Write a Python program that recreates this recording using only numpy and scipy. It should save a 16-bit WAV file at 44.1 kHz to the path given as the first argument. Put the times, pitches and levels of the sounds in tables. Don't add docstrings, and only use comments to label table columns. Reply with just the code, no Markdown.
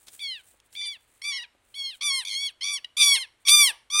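import sys
import numpy as np
from scipy import signal
from scipy.fft import rfft, irfft
from scipy.io import wavfile

SR = 44100
rng = np.random.default_rng(int(sys.argv[2]) if len(sys.argv) > 2 else 0)


def persist_wave(psi):
    counts = np.round(np.clip(psi, -1, 1) * 32767).astype(np.int16)
    wavfile.write(sys.argv[1], SR, np.atleast_2d(counts).T)


N = 176400
TIME = np.arange(N) / SR

# frequency_hz, level_db
HISS_SPECTRUM = [(300,-27),(700,-6),(1400,-25.5),(2200,11),(4000,1.5),(6000,2.5),(10000,9),(15000,-21)]


def from_db(db):
    return 10 ** (np.asarray(db) / 20)


def db_at(spectrum, hz):
    table = np.array(spectrum)
    return np.interp(np.log(hz + 1e-9), np.log(table[:, 0]), table[:, 1])


def noise(spectrum, size=N):
    gain = from_db(db_at(spectrum, np.fft.rfftfreq(size, 1 / SR)))
    coloured = irfft(rfft(rng.standard_normal(size)) * gain, size)
    return coloured / coloured.std()


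def drift(hz, size):
    hop, settle = 20, 1000
    pole = np.exp(-2 * np.pi * hz * hop / SR)
    white = rng.standard_normal(size // hop + settle + 2)
    smooth = signal.lfilter([1], [1, -2 * pole, pole * pole], white)
    return np.interp(np.arange(size) / hop + settle, np.arange(len(smooth)), smooth / smooth.std())


def phase_of(hz):
    return 2 * np.pi * np.cumsum(hz) / SR


def open_air():
    # frequency_hz, level_db
    air_spectrum = [(20,-13),(50,-2),(70,-9.5),(110,-5.5),(160,-19),(240,-13),(600,-13.5),(1400,-13.5),(2300,-14),(4100,-20),(5200,-29),(8600,-23),(12000,-31.5),(16000,-49)]
    return from_db(-69) * noise(air_spectrum)


def bursts(events, spectrum):
    envelope = sum(from_db(db) * (TIME >= start_s) * np.exp(-np.minimum(abs(TIME - start_s) / decay_s, 20))
                   for start_s, db, decay_s in events)
    return envelope * noise(spectrum)


def walker():
    # centre_s, length_s, level_db
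    swishes = [(0.024,0.1,-58),(0.13,.09,-60),(0.185,0.22,-56),(.4,0.16,-66.5),(0.504,0.12,-59),(0.66,0.037,-66),(0.745,0.054,-53.5),(.92,0.073,-60),(1.015,0.044,-65.5),(1.145,0.19,-66),(1.694,0.099,-65.5),(1.961,0.041,-53.5),(3.421,0.037,-72)]
    # frequency_hz, level_db
    grass_spectrum = [(300,-8.5),(1000,-12),(3000,-6),(5500,-8.5),(8500,6.5),(10500,0.5),(13000,-7),(16000,1)]
    # start_s, level_db, decay_s
    snaps = [(.07,-49,0.013),(.082,-42,0.0064),(.601,-52,0.0024),(.727,-51.5,0.0059),(.738,-63,0.0046)]
    # frequency_hz, level_db
    snap_spectrum = [(200,-9),(600,-6),(1500,-5),(3500,1.5),(6000,-0.5),(9000,-1),(15000,-16)]
    # start_s, level_db, decay_s
    steps = [(.078,-63,0.018),(.54,-60,0.0086),(1.55,-63,0.0077)]
    # frequency_hz, level_db
    step_spectrum = [(100,-18),(300,-7),(520,-2),(900,-9),(3000,-34)]
    swell = sum(from_db(db) * np.exp(-(2 * (TIME - centre_s) / length_s) ** 2)
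                for centre_s, length_s, db in swishes)
    grain = from_db(3 * drift(210, N) + 2 * drift(21, N))
    rustle = swell * grain / grain.mean() * noise(grass_spectrum)
    return rustle + bursts(snaps, snap_spectrum) + bursts(steps, step_spectrum)


def field(direct):
    # frequency_hz, level_db
    echo_spectrum = [(300,-5.5),(800,9.5),(2000,-2.5),(4000,-7.5),(5500,-6),(7000,-15),(10000,-9.5),(16000,-33)]
    scatter_db, scatter_t60_s = -23, .08
    echo_db, echo_t60_s, echo_delay_s = -23.5, .32, .012
    t = TIME[:SR]
    scatter = noise(HISS_SPECTRUM, size=SR) * from_db(-60 * t / scatter_t60_s)
    echo = noise(echo_spectrum, size=SR) * from_db(-60 * t / echo_t60_s) * (t > echo_delay_s)
    response = from_db(scatter_db) * scatter / np.linalg.norm(scatter)
    response += from_db(echo_db) * echo / np.linalg.norm(echo)
    return direct + signal.fftconvolve(direct, response)[:N]


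def throat(pitch_hz, colour, treble_db, slack_hz, rough):
    # frequency_hz, level_db
    throat_spectrum = [(750,-20.5),(1180,-20.5),(1700,-9),(2100,-7),(2380,-6.5),(2900,-2.5),(3400,-4),(4500,-8),(5300,-12.5),(5900,-9),(6700,-16),(7400,-15),(8200,-8.5),(8900,-2),(9600,-6),(10700,-10.5),(12000,-21),(15500,-31.5)]
    hump_centres_hz, hump_widths_hz = (2060, 3900, 5380, 6160), (480, 350, 560, 500)
    dulling_db_per_hz, dulling_corner_hz = .065, 3850
    fundamental_db, *humps_db, top_db = colour
    grid_hz = np.linspace(0, SR / 2, 400)
    shape_db = db_at(throat_spectrum, grid_hz) + top_db * np.clip((grid_hz - 10500) / 2500, 0, 1)
    for hump_db, centre_hz, width_hz in zip(humps_db, hump_centres_hz, hump_widths_hz):
        shape_db += hump_db * np.exp(-((grid_hz - centre_hz) / width_hz) ** 2)
    phase, size = phase_of(pitch_hz), len(pitch_hz)
    harmonics = np.zeros(size)
    for k in range(1, 17):
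        hz = k * pitch_hz
        db = np.interp(hz, grid_hz, shape_db) + fundamental_db * (k == 1)
        db += treble_db * np.clip((hz - 6500) / 1000, 0, 1)
        db -= dulling_db_per_hz * slack_hz * np.clip(2 * hz / dulling_corner_hz - 1.6, 0, 1)
        db += 2.2 * drift(20, size)
        db += (.35 + 4.5 * rough) * np.tanh(drift(110, size))
        spread = np.pi * k * k / 16
        harmonics += np.sqrt(2) * from_db(db) * np.sin(k * phase + spread)
    return harmonics


def squawk(curve, voicing, colour, hiss, puff):
    attack_s, release_s, held_db = .002, .0059, 10
    trill_hz, trill_fade_s, croak_hz, slack_below_hz = 97, .007, 290, 1068
    hiss_db, puff_db, puff_decay_s, puff_lead_s = -48, -40.5, .026, .006
    trill_s, trill_depth, rasp_peak_s, rasp_width_s, rasp_amount, held_s = voicing
    times_s, *columns = np.transpose(curve)
    start_s, end_s = times_s[0], times_s[-1]
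    live = (TIME > start_s - attack_s) & (TIME < end_s + release_s)
    t = TIME[live]
    age, size = t - start_s, len(t)
    pitch_hz, level_db, treble_db = [np.interp(t, times_s, column) for column in columns]
    level_db -= held_db * np.maximum(age, 0) / held_s * (age < held_s)
    slack_hz = np.maximum(slack_below_hz - pitch_hz, 0)

    trill_fade = .5 * (1 - np.tanh((age - trill_s) / trill_fade_s))
    trill = -trill_depth * trill_fade * np.cos(phase_of(trill_hz * (1 + .048 * drift(20, size))))
    rough = rasp_amount * np.exp(-((age - rasp_peak_s) / rasp_width_s) ** 2)
    rough += .0011 * slack_hz
    croak = rough * np.sin(phase_of(croak_hz * (1 + .25 * drift(60, size))))
    jitter = .055 * rough * drift(330, size)
    waver = .0022 * drift(45, size)
    pitch_hz *= 1 + trill + .035 * croak + jitter + waver

    breath = from_db(hiss_db) * hiss[live] * (1 + 10 * rough)
    voice = breath + throat(pitch_hz, colour, treble_db, slack_hz, rough)
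    fade_in = np.clip((age + attack_s) / (2 * attack_s), 0, 1)
    fade_out = np.clip((end_s + release_s - t) / release_s, 0, 1)
    tremolo = np.exp(11 * trill + .45 * croak)
    voice *= fade_in * fade_out * from_db(level_db) * tremolo
    puff_envelope = np.exp(-abs(TIME - end_s + puff_lead_s) / puff_decay_s)
    call = puff * from_db(level_db.max() + puff_db) * puff_envelope
    beak_low_cut = signal.butter(4, 780, "high", fs=SR, output="sos")
    call[live] += signal.sosfilt(beak_low_cut, voice)
    return call


def birds():
    # time_s, pitch_hz, level_db, treble_db (above 6.5 kHz)
    curves = [
        [(0.192, 1046, -41, -19), (0.204, 1189, -41, -22), (0.22, 1165, -33, -18), (0.25, 1115, -30.5, -26),
         (0.27, 1091, -31, -22), (0.33, 1011, -34, -18.5), (0.362, 912, -38.5, -23), (0.392, 812, -47.5, -27),
         (0.41, 738, -54, -17)],
        [(0.752, 1050, -35, -27), (0.758, 1145, -48, -18), (0.764, 1164, -38.5, -17), (0.784, 1177, -35, -14.5),
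         (0.822, 1159, -29.5, -19.5), (0.85, 1185, -32, -22), (0.872, 1165, -31.5, -9.5),
         (0.912, 1152, -34, -28), (0.926, 1131, -37.5, -18), (0.97, 838, -54.5, -13)],
        [(1.218, 1021, -37, -7), (1.226, 1120, -45, -15), (1.234, 1106, -45, -5), (1.246, 1139, -34.5, -13.5),
         (1.29, 1181, -28, -10.5), (1.336, 1089, -33.5, -17), (1.37, 1094, -34, -16),
         (1.392, 963.0, -38.5, -10), (1.41, 930, -40.5, -17)],
        [(1.742, 1038, -43, -19), (1.76, 1125, -39.5, -13), (1.796, 1106, -31, -19.5), (1.83, 1095, -31.5, -18),
         (1.856, 1083, -31.5, -21.5), (1.9, 1047, -34, -22), (1.916, 940, -40.5, -12), (1.948, 784.0, -47, -10),
         (1.955, 750, -46.5, -2)],
        [(2.01, 1090, -32.5, -21), (2.03, 1155, -29, -10), (2.058, 1181, -25, -7.5), (2.076, 1160, -24, -5.5),
         (2.118, 1091, -25.5, -17), (2.134, 1091, -27.5, -8.5), (2.18, 1055, -29, -3.5),
         (2.2, 1017, -29.5, -5.5), (2.214, 933, -34, -7), (2.238, 768.1, -43.5, 13.5)],
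        [(2.25, 1124, -31, -8), (2.262, 1112, -38.5, -12), (2.28, 1157, -31, -12.5), (2.3, 1080, -33, -13),
         (2.334, 1050, -29.5, -14), (2.414, 1124, -30, -14.5), (2.47, 1114, -27.5, -12.5),
         (2.486, 1040, -33.5, -24), (2.51, 768, -51, 10)],
        [(2.61, 1013, -35, -16), (2.622, 1047, -33, -19), (2.64, 1122, -29, -16), (2.72, 1163, -27.5, -11),
         (2.742, 1136, -27, -4.5), (2.764, 1115, -28, -13), (2.774, 1047, -35.5, -10.5),
         (2.788, 910, -43, -9.5), (2.795, 840, -53.5, -7)],
        [(2.969, 1141, -26, -8), (2.991, 1207, -23.5, -6), (3.009, 1199, -18.5, -6), (3.029, 1162, -15.5, -6.5),
         (3.083, 1139, -16.5, -7), (3.139, 1109, -19, -4.5), (3.155, 1020, -21.5, -5.5), (3.185, 779, -35, -11)],
        [(3.452, 1127, -34, -18), (3.466, 1165, -23.5, -12.5), (3.476, 1110, -21, -10),
         (3.492, 1162, -16.5, -3.5), (3.55, 1202, -12, -6), (3.56, 1188, -16.5, -3), (3.62, 1163, -14.5, -3),
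         (3.67, 1056, -21, 0), (3.678, 999, -19.5, -3), (3.704, 863, -27.5, 4), (3.72, 766.3, -45, 8)],
        [(3.902, 1084, -36.5, -10), (3.918, 1177, -36, -5), (3.946, 1188, -25.5, -7.5), (3.986, 1197, -23, -2),
         (4.0, 1205, -18.5, -3)],
    ]
    # trill_s, trill_depth (share of pitch), rasp_peak_s, rasp_width_s, rasp_amount (0-1), held_s
    voicings = [(.02,.04,.015,.008,.3,.001), (.05,.02,.012,.008,.3,.001), (.06,.02,.03,.01,.35,.001),
                (.06,.012,.005,.01,.2,.001), (.035,.035,.015,.012,.45,.001), (.105,.045,.045,.03,.35,.001),
                (.12,.028,.04,.055,.25,.001), (.12,.012,.035,.055,.33,.001), (.05,.025,.035,.018,.85,.0165),
                (.1,.018,.095,.005,.6,.001)]
    # fundamental_db, four hump_db (near 2.1, 3.9, 5.4, 6.2 kHz), top_db (above 10.5 kHz)
    colours = [(-22,-5.5,2.5,-8,-21.5,-12), (-19,-2.5,5,-5,-11,-20), (-6,3.5,-1,6.5,-5.5,-7),
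               (-17.5,-9.5,5.5,-1.5,-12,4), (0,-1.5,4.5,1.5,-3,-3), (-18,-5.5,3,-4.5,2.5,0),
               (-6.5,-1,-6,4,0,-8), (-5.5,-5.5,2,3.5,-3,0), (-2,-4.5,2,3.5,-0.5,5), (6,-0.5,2,8,7,-2)]
    # time_s, pitch_hz, level_db, treble_db
    side_curves = [
        [(.812,985,-44,-17),(.83,1120,-42.5,-27),(.86,1022,-43,-19),(.89,900,-62,-12)],
        [(1.318,920,-50,-18),(1.335,1015,-38.5,-13),(1.41,945,-42,-13),(1.428,988,-38.5,-13),(1.452,757,-48,-21)],
        [(2.843,940,-53,-14.5),(2.847,994,-32.5,-10.5),(2.854,934,-46.5,-15.5)],
        [(3.0,1183,-37,-4.5),(3.08,1153,-33.5,-13),(3.16,1092,-29.5,-2.5),(3.222,1041,-34.5,-6),(3.255,829,-43,-8)],
    ]
    side_voicing = (.02,.008,.005,.008,.1,.001)
    side_colour = (-7.5,1,5.5,2,-2.5,-5.5)
    # frequency_hz, level_db
    puff_spectrum = [(100,-24.5),(300,-16),(500,-3),(750,-2.5),(1200,-3),(3000,-19.5)]
    hiss, puff = noise(HISS_SPECTRUM), noise(puff_spectrum)
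    main_calls = sum(squawk(*call, hiss, puff) for call in zip(curves, voicings, colours))
    side_calls = sum(squawk(curve, side_voicing, side_colour, hiss, puff) for curve in side_curves)
    return main_calls + side_calls


def scene():
    mono = field(birds()) + walker() + open_air()
    return np.array([mono, mono])


def record(dry):
    cutoff_hz = 15900
    return signal.sosfilt(signal.ellip(12, .1, 80, cutoff_hz, fs=SR, output="sos"), dry)


dry = scene()
out = record(dry)
persist_wave(out)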